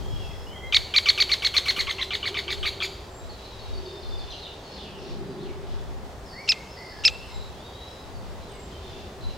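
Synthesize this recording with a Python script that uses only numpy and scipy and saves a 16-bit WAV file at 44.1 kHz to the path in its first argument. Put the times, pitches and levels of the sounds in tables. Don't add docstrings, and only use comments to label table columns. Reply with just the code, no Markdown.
import sys
import numpy as np
from scipy import signal
from scipy.fft import rfft, irfft, next_fast_len
from scipy.io import wavfile
from scipy.ndimage import uniform_filter1d

SR = 44100
rng = np.random.default_rng(int(sys.argv[2]) if len(sys.argv) > 2 else 0)


def transcribe(u):
    v = np.clip(np.atleast_2d(u).T, -1, 1)
    q = np.round(v * 32767).astype(np.int16)
    wavfile.write(sys.argv[1], SR, q)


def undo_db(level):
    steps = np.asarray(level, float) / 20
    return 10 ** steps


N = 413216
T = np.arange(N) / SR


def on_curve(rows, at):
    first, *columns = np.transpose(rows)
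    return [np.interp(at, first, column) for column in columns]


def at_hz(points, hz):
    return on_curve([(np.log(f), db) for f, db in points], np.log(hz))[0]


def drift(rate_hz):
    points = rng.standard_normal(int(N / SR * rate_hz * 4) + 8)
    slow = uniform_filter1d(points, size=3) * np.sqrt(3)
    return np.interp(T * rate_hz * 4, np.arange(len(slow)), slow)


def swells(rows):
    return sum(undo_db(db) * np.exp(-((T - middle) / half) ** 2) for middle, half, db in rows)


# f/Hz, side minus mid level/dB
WIDTH = [(60, -8), (150, -22.5), (380, -15.5), (950, -6.5), (2380, -3), (5980, -4.5), (15000, -8)]


def noise(spectrum, patchy_db, side_db=0):
    size = next_fast_len(N)
    hz = np.arange(size // 2 + 1) * SR / size + 1e-3
    inside = (hz > spectrum[0][0]) * (hz < spectrum[-1][0])
    gain = undo_db(at_hz(spectrum, hz)) * inside
    white = rfft(rng.standard_normal((2, size)))
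    balance = np.array([np.ones_like(hz), undo_db(side_db + at_hz(WIDTH, hz))])
    mid, side = irfft(white * gain * balance, size)[:, :N]
    return np.array([mid + side, mid - side]) / mid.std() * undo_db(patchy_db * drift(5.5))


# t/s, steady stream level/dB, eddies level/dB
BREEZE = [(0, -39, -45.5), (.45, -43.5, -51.5), (.9, -45.5, -55), (2.9, -44.5, -52.5), (3.9, -45, -54.5),
          (4.45, -47, -53.5), (5.32, -51.5, -41), (5.65, -44, -49.5), (6.5, -47.5, -52.5),
          (8.2, -46, -51.5), (8.8, -43.5, -49.5), (9.37, -45, -49)]
# f/Hz, level/dB per Hz
RUMBLE = [(12, -42), (20, -5), (39, -9.5), (59, 2), (130, -8.5), (170, -43), (290, -120)]
# f/Hz, level/dB per Hz
BUFFET = [(59, -52), (100, -47), (125, 0), (188, 1), (340, -6), (440, -14), (750, -120)]


def port_wind():
    rumble_db, buffet_db = on_curve(BREEZE, T)
    ports = undo_db([[.3], [-.3]])
    rumble = undo_db(rumble_db) * noise(RUMBLE, 0.39, side_db=-8)
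    buffet = undo_db(buffet_db + 0.5) * noise(BUFFET, 0.64, side_db=5)
    return ports * (rumble + buffet)


# middle t/s, half length/s, level/dB
HUM_SWELLS = [
    (0, .2, -49),
    (1.2, .25, -48),
    (2.5, .55, -41),
    (3.95, .18, -41),
    (5.3, .35, -36),
    (8.85, .35, -49),
]
# f/Hz, level/dB per Hz
HUM = [(300, -20.5), (350, -5), (385, 1.5), (420, -5.5), (480, -88)]


def cavity_hum():
    rest_db = -54
    return undo_db(-4) * (undo_db(rest_db) + swells(HUM_SWELLS)) * noise(HUM, 1, side_db=-6)


# f/Hz, level/dB per Hz
FAR_AIR = [(150, -64), (250, -8.5), (304, -11.5), (398, -1.5), (455, -2.5), (830, -5), (1560, -15.5),
           (2010, -16.5), (2200, -20.5), (3550, -26.5), (9000, -34), (11700, -44), (19800, -120)]


def far_air():
    return undo_db(-44 - 1.6) * noise(FAR_AIR, 0.1)


# t/s, level/dB
LEAVES = [(0, -61), (.9, -63.5), (1.3, -66), (2.2, -63), (5.4, -67.5), (6.5, -64), (9.37, -65)]
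# f/Hz, level/dB per Hz
HISS = [(4120, -5), (7000, -4.5), (7770, -7.5), (8210, -12), (16000, -14)]


def leaf_hiss():
    return undo_db(on_curve(LEAVES, T)[0] + 2.5) * noise(HISS, 0.19)


# middle t/s, half length/s, level/dB
GUSTS = [(.15, .3, -33), (.75, .08, -35), (1.85, .07, -40), (2.6, .1, -36), (3.28, .06, -43),
         (3.72, .12, -39), (4.18, .13, -37), (5.13, .15, -42), (5.75, .3, -35), (7.12, .12, -39),
         (7.45, .1, -38), (8.3, .2, -41), (8.95, .1, -49), (9.27, .07, -37)]
# f/Hz, level/dB per Hz
GUST_COLOUR = [(20, 14.5), (50, -4), (90, 4), (200, -20.5), (310, -22), (600, -34)]


def port_gusts():
    return undo_db(1.5) * swells(GUSTS) * noise(GUST_COLOUR, 2.5)[0] * [[1.12], [-.88]]


# t/s, level/dB, f/Hz
THUMPS = [
    (0.139, -25, 95),
    (0.295, -26, 101),
    (1.781, -26.5, 248.3),
]


def port_thumps():
    out = np.zeros(N)
    for s, db, hz in THUMPS:
        pulse = np.exp(-((T - s) * hz / 0.34) ** 2)
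        out += undo_db(db) * pulse * np.sin(2 * np.pi * hz * (T - s))
    return out


# t/s, level/dB
CHORUS = [(0, -47), (.6, -59), (3.1, -56.5), (3.6, -52), (4.4, -46.5), (5, -50.5), (5.7, -55.5), (6.3, -56),
          (7.3, -51.5), (8.3, -52), (9.37, -50)]
# f/Hz, level/dB per Hz
BLUR = [(1500, -36), (2300, 0), (3500, 4.5), (5000, -0.5), (6500, -10), (8500, -47)]


def far_chorus():
    return undo_db(on_curve(CHORUS, T)[0] - 4) * noise(BLUR, 2)


def wood(x, t60, side_db):
    t = np.arange(int(.8 * SR)) / SR
    shape = undo_db(-60 * t / t60) * np.clip(t / .02, 0, 1)
    tails = rng.standard_normal((2, len(t))) * shape / np.sqrt(np.sum(shape ** 2))
    mid, side = signal.fftconvolve(x[None], tails, axes=1)[:, :N]
    return np.array([mid + undo_db(side_db) * side, mid - undo_db(side_db) * side])


def bark(sound):
    delay_s, spread_s, decay_s = 0.01, 0.011, 0.05
    t = np.arange(int(.12 * SR)) / SR
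    shape = np.exp(-((t - delay_s) / spread_s) ** 2)
    shape += .5 * np.exp(-t / decay_s) + 0.2 * np.exp(-t / 0.0055)
    grains = rng.standard_normal(len(t)) * shape / np.sqrt(np.sum(shape ** 2))
    return signal.fftconvolve(sound, grains)


def whistle(curves, fade_hz, steady):
    out = np.zeros(N)
    fading = steady + .5 * drift(fade_hz) + .5j * drift(fade_hz)
    for rows in curves:
        start, end = rows[0][0], rows[-1][0]
        span = slice(round(start * SR), round(end * SR))
        t = T[span]
        hz, db = on_curve(rows, t)
        edge = np.clip(np.minimum(t - start, end - t) / 0.0025, 0, 1)
        tone = np.exp(2j * np.pi * np.cumsum(hz) / SR)
        out[span] += undo_db(db) * edge * np.real(fading[span] * tone)
    return out


def glides(rows, bend):
    return [[(s, hz0, db - 0.5),
             (s + .5 * long, bend * hz0 + (1 - bend) * hz1, db),
             (s + long, hz1, db + 1)] for s, long, hz0, hz1, db in rows]


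# t/s, length/s, from f/Hz, to f/Hz, peak level/dB
WHISTLES = [(.53, .09, 2250, 2020, -51), (.6, .12, 2000, 2080, -44), (6.33, .2, 1800, 2270, -48),
            (6.52, .07, 2200, 2120, -45), (6.57, .15, 2180, 2200, -54), (6.77, .13, 1930, 2080, -44),
            (6.87, .1, 2050, 1950, -53), (7.1, .17, 2600, 2720, -48), (7.2, .14, 2800, 2980, -57),
            (7.28, .09, 2350, 2130, -55), (8.52, .1, 2400, 2170, -56), (9.27, .1, 3300, 2780, -58),
            (.3, .1, 2150, 1950, -59), (8.9, .2, 2780, 2720, -60), (.2, .12, 2950, 2680, -54),
            (0, .46, 3200, 3310, -49), (.465, .26, 2850, 3230, -48), (5.76, .14, 3610, 3400, -60),
                 (8.81, .29, 3600, 3530, -54), (8.72, .08, 3180, 3130, -54), (7.86, .19, 5300, 5080, -58),
                 (6.67, .1, 4800, 5250, -53), (6.74, .16, 5150, 4450, -51), (6.26, .21, 5300, 4450, -53),
                 (4.65, .2, 4360, 4300, -52), (7.28, .25, 3800, 3900, -55), (7.57, .2, 3200, 3740, -53),
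                 (7.73, .28, 3760, 3890, -48), (9.21, .16, 4060, 4000, -51), (3.1, .2, 7637, 7450, -58),
                 (7.26, .21, 8250, 7400, -61), (8.54, .19, 8000, 7520, -62), (8.49, .08, 8150, 8130, -61),
                 (7.6, .17, 4680, 4640, -61), (8.5, .12, 5200, 4900, -63), (8.41, .08, 4050, 4000, -60),
                 (.67, .05, 3980, 3950, -58)]
# t/s, period/s, first f/Hz, last f/Hz, level/dB
TRILLS = [
    (3.36, .147, 3900, 3800, -55),
    (3.862, .082, 3620, 3520, -51),
]


def far_whistles():
    slide_share, swell_db, fade_db = .4, -7, -11
    curves = [[(s, hz0, db + swell_db), (s + slide_share * long, hz1, db), (s + long, hz1, db + fade_db)]
              for s, long, hz0, hz1, db in WHISTLES]
    sung_share = 0.71
    trills = []
    for (s, period, hz0, hz1, db), count in zip(TRILLS, (3, 6)):
        for k, hz in enumerate(np.linspace(hz0, hz1, count)):
            trills.append((s + k * period, sung_share * period, 1.01 * hz, hz, db))
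    return undo_db(7.5) * whistle(curves + glides(trills, 0.35), fade_hz=69.8, steady=0.19)


# t/s, length/s, from f/Hz, to f/Hz, level/dB
STRANDS = [(6.26, .21, 5250, 5100, -58), (6.29, .18, 4600, 4400, -54), (6.76, .27, 4600, 4500, -55),
           (6.7, .32, 5350, 5250, -57), (6.8, .2, 4850, 4800, -58), (6.55, .12, 6200, 6700, -64),
           (6.56, .1, 5500, 5400, -60), (6.58, .1, 6600, 6100, -64), (.88, .05, 2850, 2800, -52),
           (6.62, .08, 2900, 3200, -59), (.12, .2, 3100, 2600, -56), (4.6, .08, 6100, 6900, -66),
           (7.28, .2, 4150, 4000, -56), (9.22, .1, 4400, 4150, -60), (5.0, .1, 5500, 5600, -64),
           (4.24, .06, 2800, 2900, -58), (2.58, .06, 8700, 8300, -64), (5.17, .19, 4000, 4000, -63),
           (5.22, .14, 4800, 4700, -64), (.1, .4, 5250, 5200, -59), (7.11, .26, 5300, 5150, -59),
           (6.78, .25, 5100, 5050, -55), (7.29, .2, 3750, 3800, -58), (7.62, .3, 3300, 3300, -60),
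           (7.75, .3, 4000, 3950, -58), (6.42, .06, 5600, 5700, -59)]


def fluttering_strands():
    return undo_db(5.5) * whistle(glides(STRANDS, 0.41), fade_hz=183.7, steady=0.037)


# t/s, length/s, from f/Hz, to f/Hz, level/dB
CHIPS = [(3.20, .04, 3800, 4000, -58), (3.735, .05, 4650, 4450, -53), (4.302, .035, 4400, 2700, -45),
         (4.31, .03, 6300, 3800, -52), (4.375, .03, 3500, 5000, -51), (4.39, .065, 4500, 3500, -49),
         (4.44, .04, 4000, 2500, -49), (4.63, .03, 5000, 4200, -56), (4.715, .03, 5500, 4200, -53),
         (4.745, .06, 4800, 2900, -50), (4.80, .07, 3700, 2500, -52), (4.9, .09, 3400, 2600, -57),
         (4.98, .06, 5900, 3700, -61), (5.09, .035, 5700, 3700, -57), (5.41, .09, 3900, 2100, -59),
         (8.14, .04, 4800, 4300, -60), (8.47, .06, 4200, 2700, -59), (6.92, .12, 1750, 1680, -55),
         (4.81, .03, 5200, 4400, -57), (5.38, .05, 3300, 4400, -59)]
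# t/s, period/s, from f/Hz, to f/Hz, level/dB
CHIP_RUNS = [
    (3.29, .15, 4550, 4000, -53),
    (3.845, .081, 5300, 4000, -53),
]


def warbler_chips():
    chip_s = .033
    runs = [(s + k * period, chip_s, *rest)
            for (s, period, *rest), count in zip(CHIP_RUNS, (3, 5)) for k in range(count)]
    return whistle(glides(CHIPS + runs, 0.46), fade_hz=150.3, steady=0.8)


def songbirds():
    whistles = far_whistles() + fluttering_strands()
    chips = warbler_chips()
    scatter = wood(undo_db(-4) * whistles, .6, side_db=-8) + wood(undo_db(6) * chips, .5, side_db=-8)
    return whistles + undo_db(2.5) * chips + undo_db(-.5) * bark(chips)[:N] + scatter


# f/Hz, level/dB
BILL = [(900, -14.5), (1300, -13.5), (2300, -5.5), (3500, -0.5), (5300, -11.5), (6500, -21.5), (7600, -27),
        (8800, -39.5), (11500, -42), (16000, -51)]
LOW_PARTIALS_DB = [5, 7.5, -6, -8.5, -2, -15, -30, -21, -16, -13.5, -20, -12]
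# f/Hz, level/dB
FORWARD = [(1200, 2.5), (2300, -1), (3000, 5.5), (3800, 5.5), (4600, 9), (5400, 0), (6900, 10.5),
           (11500, 19)]


def note(row, stance, low_pitch, arch_pitch, arch_level, rough, breath_db, swell_db, low_throat):
    _, low_ms, arch_ms, top_hz, db = row
    throat_hz, first_db, top_db, trunk_db, _, low_db, air_db = stance
    ms = np.arange(int((low_ms + 1.5 * arch_ms) * SR / 1000)) * 1000 / SR
    part = (ms - low_ms) / arch_ms
    low = part < 0

    hz = top_hz * np.where(low, on_curve(low_pitch, ms / low_ms)[0], on_curve(arch_pitch, part)[0])
    low_level = low_db + swell_db * (ms / low_ms - .5)
    level = db + np.where(low, low_level, on_curve(arch_level, part)[0])
    level = undo_db(uniform_filter1d(level, size=90)) * np.clip(ms / 0.44, 0, 1)

    wobble = uniform_filter1d(rng.standard_normal((13, 4000)), size=40)
    wobble = uniform_filter1d(wobble, size=30)[:, :len(ms)] * 7.5
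    unsteady = rough * np.where(abs(part - .5) > .45, 4.5, 1)
    phase = 2 * np.pi * np.cumsum(uniform_filter1d(hz, size=40) * (1 + unsteady * wobble[0])) / SR
    k = np.arange(1, 13)[:, None]
    partial_hz = k * hz

    throat_db, throat_width_hz = 8.5, 550
    throat = throat_db / (1 + ((partial_hz - throat_hz) / throat_width_hz) ** 2)
    throat = uniform_filter1d(throat * np.where(low, low_throat, part < .95), size=60)
    shimmer_db = .4 + np.clip((trunk_db + 20) / 6, 0, 3)
    colour = at_hz(BILL, partial_hz) + np.where(low | (part > .95), np.c_[LOW_PARTIALS_DB], 0)
    colour = uniform_filter1d(colour + shimmer_db * wobble[1:], size=60)
    partials = undo_db(colour) * (partial_hz < 16500) * np.sin(k * phase)

    broken_db = 1.5 * shimmer_db * np.clip(k - 2, 0, 2) * np.minimum(wobble[1:], .3)
    beam_db = first_db * (k == 1) + top_db * np.clip((partial_hz - 4800) / 1500, 0, 1)
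    here = np.sum(partials * undo_db(throat + broken_db + beam_db), axis=0)
    shut_bill_db = -8 * (k > 3) * low
    thrown = np.sum(partials * undo_db(at_hz(FORWARD, partial_hz) + shut_bill_db), axis=0)

    band = signal.butter(4, [2200, 6200], "band", fs=SR, output="sos")
    breath = signal.sosfilt(band, rng.standard_normal(4000))
    breath += undo_db(air_db) * signal.lfilter([1, -1], [1, -1.1, .45], rng.standard_normal(4000))
    leak_db = breath_db * np.clip((abs(part - .5) - .5) / 0.04, 0, 1) - 22.5
    return level * (np.array([here, thrown]) + undo_db(leak_db) * breath[:len(ms)])


def place_calls(rows, stance_at, **voice):
    here, thrown = np.zeros((2, N))
    for row in rows:
        stance = stance_at(row[0])
        trunk_db, trees_db = stance[3:5]
        direct, forward = note(row, stance, **voice)
        echo = undo_db(trunk_db) * bark(forward)
        at = round(row[0] * SR)
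        here[at:at + len(direct)] += direct
        here[at:at + len(echo)] += echo
        thrown[at:at + len(direct)] += forward * undo_db(trees_db)
    return np.array([here, thrown])


# t/s, turned away/0-1, bill hidden by the trunk/0-1, throat resonance f/Hz
POSTURE = [
    (.72, 0.01, 0.08, 3624),
    (.94, 0.08, 0.1, 4100),
    (1.06, 0.15, 0.11, 4450),
    (1.54, 0.41, 0, 4130),
    (1.76, 0.64, 0.04, 4200),
    (1.87, 0.64, 0.99, 3300),
    (2.1, 0.65, 1.05, 3680),
    (2.6, 0.81, 0.4, 3600),
    (2.8, 0.92, 0.5, 3920),
]


def pose(s):
    turn, hidden, throat_hz = on_curve(POSTURE, s)
    first = -4.5 + 12.5 * turn
    top = 4.5 - 2 * turn - 48 * hidden
    trunk = -17 + 19.5 * turn
    trees = -18.5 + 12 * turn
    low = -13.5 + 4 * turn + 3 * hidden
    air = -15 + 18 * turn - 36 * hidden
    return throat_hz, first, top, trunk, trees, low, air


# t/s, low part/ms, arch/ms, arch top f/Hz, arch level/dB
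CHATTER = [(.724, 20.5, 29.5, 2313, -11.5), (.939, 22.4, 29, 2324, -12.5), (1.058, 28.3, 20.6, 2272, -11.5),
           (1.177, 24.1, 28.5, 2338, -14.5), (1.292, 23.5, 30.5, 2265, -17.5),
           (1.422, 24.8, 29.6, 2248, -19), (1.540, 25.5, 22.8, 2217, -17), (1.656, 26.4, 31, 2230, -21),
           (1.763, 26, 26.7, 2270, -22.5), (1.870, 23.6, 23.6, 2194, -25.5), (1.983, 28.8, 23.5, 2072, -28),
           (2.106, 27, 26, 2282, -27), (2.228, 26.7, 31.7, 2293, -28), (2.343, 27.6, 26.5, 2295, -27.5),
           (2.480, 23.6, 30.8, 2275, -28.5), (2.629, 26.5, 28, 2340, -27.5), (2.803, 18.6, 33, 2430, -29)]
CHATTER_LOW = [(0, .69), (.12, 0.67), (0.25, .5), (.6, .505), (1.001, 0.54)]
CHATTER_ARCH = [(0, .55), (.08, .84), (.18, .95), (.4, 1.0), (.58, 0.94), (.72, 0.86), (.84, .72),
                (.94, 0.48), (1.151, 0.46)]
# share of the arch/0-1, level/dB
CHATTER_ARCH_DB = [(0, -5), (0.082, 0), (.5, -0.5), (.8, -0.5), (.95, -8), (1.08, -20), (1.3, -38),
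                   (1.48, -51)]


def chatter():
    return place_calls(CHATTER, pose, low_pitch=CHATTER_LOW, arch_pitch=CHATTER_ARCH,
                       arch_level=CHATTER_ARCH_DB, rough=.008, breath_db=13.5, swell_db=1, low_throat=.6)


# t/s, low part/ms, arch/ms, arch top f/Hz, arch level/dB
SINGLES = [
    (6.476, 13, 37.4, 2708, -14),
    (7.037, 13.2, 35, 2714, -10.5),
]
SINGLE_LOW = [(0, .55), (.4, .48), (1, .51)]
SINGLE_ARCH = [(0, 0.51), (.05, .84), (.12, 0.94), (.3, 1.0), (.58, 0.92), (.75, .88), (.85, .69),
               (0.951, .5), (1.2, .46)]
# share of the arch/0-1, level/dB
SINGLE_ARCH_DB = [(0, 1), (.07, 5), (.4, 4.5), (.7, -3), (.83, 2.5), (.97, -10), (1.2, -25), (1.35, -31)]


def single_calls():
    stance = 5300, -7, -1, -28, -28, -21, -38
    return place_calls(SINGLES, lambda s: stance, low_pitch=SINGLE_LOW, arch_pitch=SINGLE_ARCH,
                       arch_level=SINGLE_ARCH_DB, rough=.006, breath_db=27, swell_db=10, low_throat=1.3)


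def woodpecker():
    here, thrown = chatter() + single_calls()
    return here + wood(thrown, t60=0.83, side_db=-51)


def scene():
    breeze = port_wind() + cavity_hum() + far_air() + leaf_hiss() + port_gusts() + port_thumps()
    return breeze + far_chorus() + songbirds() + woodpecker()


def low_pass(x):
    return signal.sosfilt(signal.butter(12, 16290, fs=SR, output="sos"), x)


def record(dry):
    mix = signal.sosfilt(signal.cheby2(18, 60, 16450, fs=SR, output="sos"), dry)
    return low_pass(mix)


dry = scene()
out = record(dry)
transcribe(out)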